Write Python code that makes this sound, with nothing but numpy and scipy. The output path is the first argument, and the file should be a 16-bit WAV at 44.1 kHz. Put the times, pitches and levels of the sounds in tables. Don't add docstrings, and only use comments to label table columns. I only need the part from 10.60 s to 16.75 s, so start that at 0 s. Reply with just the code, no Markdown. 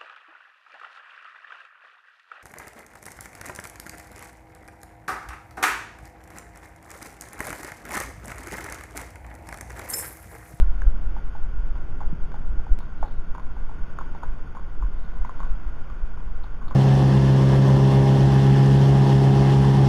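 import sys
import numpy as np
from scipy import signal
from scipy.fft import rfft, irfft, next_fast_len
from scipy.io import wavfile
from scipy.ndimage import uniform_filter1d

SR = 44100
rng = np.random.default_rng(int(sys.argv[2]) if len(sys.argv) > 2 else 0)


def file_out(sig):
    cols = np.atleast_2d(sig).T
    lim = np.clip(cols, -1, 1)
    pcm = np.round(lim * 32767).astype(np.int16)
    wavfile.write(sys.argv[1], SR, pcm)


N = 271161
TIME = np.arange(N) / SR

# (frequency [Hz], relative density [dB per Hz])
SWAY_SPECTRUM = [(2, -5.5), (6, 6.5), (17, -1), (24, -22), (40, -36)]
BUFFET_SPECTRUM = [(16, -30.5), (26, 0), (42, 6), (55, -11.5), (72, -17), (95, -34), (200, -49.5)]
FLUTTER_SPECTRUM = [(1.5, -10.5), (4, 6), (10, -4.5), (28, -2.5)]
RUSH_SPECTRUM = [(25, -24), (60, 6), (100, -1), (170, -3), (210, -7.5), (330, -11.5), (500, -19),
                 (900, -26), (2000, -51)]
HISS_SPECTRUM = [(150, -8), (450, -1.5), (750, -2.5), (1080, -0.5), (1260, -5.5), (1430, 6), (1540, -0.5),
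                 (1720, -8.5), (2000, -9), (2500, -12), (3300, -13), (3900, -19)]
GRAVEL_SPECTRUM = [(300, -25.5), (850, -35), (1500, 0.5), (2200, -9), (3900, 25)]

# (time [s], level [dB])
BREEZE_CURVE = [(0, -26), (.2, -23.5), (.55, -31.5), (1.1, -34), (2.05, -36), (2.27, -41.5), (2.9, -35.5),
                (3.9, -42), (4.35, -33.5), (5.15, -36.5), (5.6, -35.5), (6.15, -35)]
# (crest time [s], level [dB], half length [s])
GUSTS = [(0.025, -16, 0.035), (0.276, -12, 0.012), (0.826, -27.5, .025), (0.988, -24.5, 0.085),
         (1.466, -24.5, 0.024), (1.938, -24, 0.086), (2.117, -14.5, 0.017), (2.42, -24.5, 0.025),
         (2.593, -28.5, 0.014), (3.041, -31, .06), (3.702, -26.5, 0.032), (4.239, -20, 0.043),
         (4.937, -25, 0.059), (5.439, -26.5, 0.014), (5.687, -30, 0.034)]
# (time [s], rms level [dB])
RUSH_CURVE = [(0, -42.5), (.55, -40), (.85, -44.5), (1.25, -40.5), (2.0, -41.3), (2.8, -43.5),
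              (3.35, -42.5), (4.6, -43), (5.9, -44), (6.15, -37.5)]
# (time [s], rms level [dB])
HISS_CURVE = [(0, -49), (2.0, -50.5), (2.8, -51), (3.4, -49), (4.2, -51.3), (4.8, -48.5), (5.4, -50),
              (6.15, -50.5)]
# (time [s], rms level [dB])
STRAY_CURVE = [(0, -74.5), (2.3, -63.5), (2.9, -57.5), (4.3, -59.5), (4.8, -53.5), (5.4, -57), (6.15, -56)]

# (frequency [Hz], width [Hz], gain [dB])
KNOCK_MODES = [(500, 350, -5.5), (1093, 123, -1), (1506, 84, 4), (2180, 490, -6), (3570, 410, -1)]
# (time [s], relative level [dB], clop pitch [Hz], hard edge [dB])
HOOF_CONTACTS = [(0.028, -40, 1000, -13), (0.565, -32.5, 896, -14), (0.751, -34.5, 855, -23),
                 (1.155, -34.5, 1000, -6), (1.405, -31.5, 1010, -13), (1.413, -31.5, 840, -23),
                 (1.718, -36, 950, -2), (1.742, -33, 863, -16), (1.994, -42, 795, -17),
                 (2.067, -37, 840, -25), (2.204, -34, 1010, -10), (2.428, -22, 837, -21),
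                 (2.457, -38, 856, -34), (2.749, -30.5, 1026, -21), (2.781, -32.5, 985, -29),
                 (2.797, -34, 1020, -1), (2.966, -39.5, 864, -23), (3.094, -39, 875, -25),
                 (3.114, -39, 950, -18), (3.387, -31.5, 1060, -30), (3.41, -31, 960, -22),
                 (3.414, -33.5, 1054, -26), (3.549, -32, 914, -12), (3.63, -33.5, 1030, -23),
                 (3.634, -30, 927, -27), (3.95, -34.5, 890, -13), (3.969, -31.5, 1044, -19),
                 (4.224, -31.5, 1014, -21), (4.23, -36, 1060, -20), (4.571, -40, 990, -15),
                 (4.648, -29, 974, -31), (4.694, -29.5, 1040, -30), (4.803, -28.5, 1040, -13),
                 (4.831, -31.5, 1120, -18), (5.3, -36.5, 1155, -10), (5.575, -39, 1020, -23),
                 (5.841, -37.5, 870, -19), (6.016, -40, 1070, -22), (6.08, -37, 1140, -13),
                 (6.11, -28.5, 1046, -10)]
# (time [s], relative level [dB], pitch [Hz], hard edge [dB])
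STONE_CLACKS = [(0.219, -28, 1550, -17), (2.7498, -39, 1590, 7), (3.3873, -27.5, 1380, -16),
                (3.6342, -33, 1330, -7), (4.6494, -41, 2040, -17), (4.6943, -44, 1510, -15),
                (4.8041, -46, 2000, 5)]
# (time [s], peak level [dB], pitch [Hz], ring t60 [s])
CASE_BUMPS = [(1.527, -25, 158, 0.047)]
# (time [s], peak level [dB])
THIN_CLICKS = [(2.1894, -28)]
# (time [s], relative level [dB], rise [s], decay t60 [s])
SCUFFS = [(2.20, -59, 0.0054, 0.27), (2.455, -58.5, 0.057, 0.77), (4.47, -63, 0.097, 0.62),
          (4.66, -64, 0.012, 0.21), (4.81, -62.5, 0.034, .5), (5.84, -49.5, .005, 0.069),
          (6.085, -53, 0.0067, 0.14)]

BREEZE_TRIM_DB, FLUTTER_DB = 0.5, 4
SWAY_DB, SWAY_FOLLOWS = -19.5, 0.58
STRAY_TICKS_PER_S = 110
CLOP_T60_S = 0.021
CLACK_T60_S, CLACK_GRIT_DB = 0.0082, -35
USUAL_BLOW_DB = -31
CONTACT_S = 0.00076
CONTACT_DOUBLES_DB = 16
GRIT_T60_S, LOADING_S = 0.25, 0.00066
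GRIT_DB, GRIT_PER_EDGE = -33.5, 0.46
THUD_HZ, THUD_T60_S, THUD_DB = 190, 0.04, -15
RECORDER_RATE_HZ, CUTOFF_HZ = 8000, 15700


def from_db(db):
    return 10 ** (np.asarray(db) / 20)


def rms_one(x):
    return x / np.sqrt(np.mean(x ** 2) + 1e-20)


def level_curve(rows):
    s, db = np.transpose(rows)
    return from_db(np.interp(TIME, s, db))


def coloured(x, spectrum):
    hz, db = np.transpose(spectrum)
    size = next_fast_len(N)
    log_hz = np.log(np.fft.rfftfreq(size, 1 / SR) + 0.0011)
    gain = from_db(np.interp(log_hz, np.log(hz), db, left=-200, right=-200))
    return rms_one(irfft(rfft(x, size) * gain, size)[:N])


def noise(spectrum):
    return coloured(rng.standard_normal(N), spectrum)


def evened(x, span_s):
    size = max(int(span_s * SR), 2)
    power = uniform_filter1d(uniform_filter1d(x ** 2, size), size)
    return x / np.sqrt(power + 0.00086)


def resonance(x, hz, width_hz):
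    r = np.exp(-np.pi * width_hz / SR)
    zeros = np.array([1, 0, -1]) * (1 - r * r) / 2
    poles = [1, -2 * r * np.cos(2 * np.pi * hz / SR), r * r]
    return signal.lfilter(zeros, poles, x + 1e-18)


def struck(force, hz, t60, contact_q):
    softened = resonance(force, hz, hz / contact_q)
    return resonance(softened, hz, np.log(1000) / (np.pi * t60))


def grains(count, per_s, spread_db):
    sizes = from_db(spread_db * np.minimum(rng.exponential(1, count), 4))
    signs = rng.choice([-1, 1], count)
    return rms_one(sizes * signs * (rng.random(count) < per_s / SR))


def add(out, s, sound):
    at = max(round(s * SR), 0)
    out[at:at + len(sound)] += sound[:N - at]


def wind(top_hz=80):
    sway = evened(noise(SWAY_SPECTRUM), span_s=.15)
    eddies = evened(noise(BUFFET_SPECTRUM), span_s=.06)
    flutter = from_db(BREEZE_TRIM_DB + FLUTTER_DB * noise(FLUTTER_SPECTRUM))
    breeze = level_curve(BREEZE_CURVE) * flutter
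    gusts = sum(from_db(db) * np.exp(-((TIME - s) / half_s) ** 2) for s, db, half_s in GUSTS)
    strength = np.hypot(breeze, gusts)
    sway_gain = from_db(SWAY_DB) * (strength / strength.mean()) ** SWAY_FOLLOWS
    pressure = strength * eddies + sway_gain * sway
    return signal.sosfiltfilt(signal.butter(4, top_hz, fs=SR, output="sos"), pressure)


def air():
    rush = level_curve(RUSH_CURVE) * noise(RUSH_SPECTRUM)
    hiss = level_curve(HISS_CURVE) * noise(HISS_SPECTRUM)
    return rush + hiss


def knock(blow, grit, hz, t60, edge_db, contact_s, grit_in_clop_db=4.5):
    clop = struck(blow + from_db(grit_in_clop_db) * grit, hz, t60, contact_q=1.29)
    hard = from_db(edge_db) * blow + grit
    edge = np.zeros(len(hard))
    for k, (mode_hz, width_hz, db) in enumerate(KNOCK_MODES):
        edge += (-1) ** k * from_db(db) * resonance(hard, mode_hz, width_hz)
    softening = signal.butter(2, min(1 / contact_s, SR / 4), fs=SR, output="sos")
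    return signal.sosfilt(softening, clop - edge)


def stray_stones(hz=1000, t60=0.0058):
    ticks = grains(N, per_s=STRAY_TICKS_PER_S, spread_db=0.5)
    return level_curve(STRAY_CURVE) * rms_one(knock(ticks, 0, hz, t60, edge_db=-7, contact_s=.0005))


def knocks(rows, t60, grit_db, level_db):
    out, t = np.zeros(N), TIME[:SR // 6]
    blow = signal.unit_impulse(len(t))
    crush = (1 - np.exp(-t / LOADING_S)) * from_db(grit_db - 60 * t / GRIT_T60_S)
    for s, db, hz, edge_db in rows:
        contact_s = CONTACT_S * 2 ** ((db - USUAL_BLOW_DB) / CONTACT_DOUBLES_DB)
        stones = grains(len(t), per_s=1400, spread_db=3.5)
        grit = stones * crush * from_db(GRIT_PER_EDGE * edge_db)
        bare_peak = np.abs(knock(blow, 0, hz, t60, edge_db, contact_s)).max()
        strength = from_db(db + level_db) / bare_peak
        add(out, s, strength * knock(blow, grit, hz, t60, edge_db, contact_s))
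    return out


def thuds():
    out = np.zeros(N)
    thud = struck(signal.unit_impulse(SR // 6), THUD_HZ, THUD_T60_S, contact_q=0.26)
    for s, db, _, _ in HOOF_CONTACTS:
        add(out, s, from_db(db + THUD_DB) * thud / np.abs(thud).max())
    return out


def bump():
    out = np.zeros(N)
    for s, db, hz, t60 in CASE_BUMPS:
        thud = struck(signal.unit_impulse(SR // 6), hz, t60, contact_q=1.0)
        add(out, s, from_db(db) * thud / np.abs(thud).max())
    return out


def click(decay_s=0.0028):
    return sum((TIME > s) * from_db(db) * np.exp(-np.abs(TIME - s) / decay_s) for s, db in THIN_CLICKS)


def scuffs():
    slide = np.zeros(N)
    for s, db, rise_s, t60 in SCUFFS:
        rise = np.exp(np.minimum(TIME - s, 0) / rise_s)
        slide += rise * from_db(db - 60 * np.maximum(TIME - s, 0) / t60)
    stones = grains(N, per_s=1200, spread_db=3.5)
    return slide * coloured(stones, GRAVEL_SPECTRUM)


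def scene():
    clops = knocks(HOOF_CONTACTS, CLOP_T60_S, GRIT_DB, level_db=4.0)
    clacks = knocks(STONE_CLACKS, CLACK_T60_S, CLACK_GRIT_DB, level_db=3.5)
    hooves = clops + clacks + thuds()
    return (wind() + air() + stray_stones() + hooves + bump() + scuffs())[None]


def record(dry):
    slow = signal.resample_poly(dry[0], RECORDER_RATE_HZ, SR, window=("kaiser", 5.0))
    joined = np.interp(TIME, np.arange(len(slow)) / RECORDER_RATE_HZ, slow)
    top_cut = signal.ellip(10, .1, 80, CUTOFF_HZ, fs=SR, output="sos")
    return signal.sosfilt(top_cut, joined + click())[None]


dry = scene()
out = record(dry)
file_out(out)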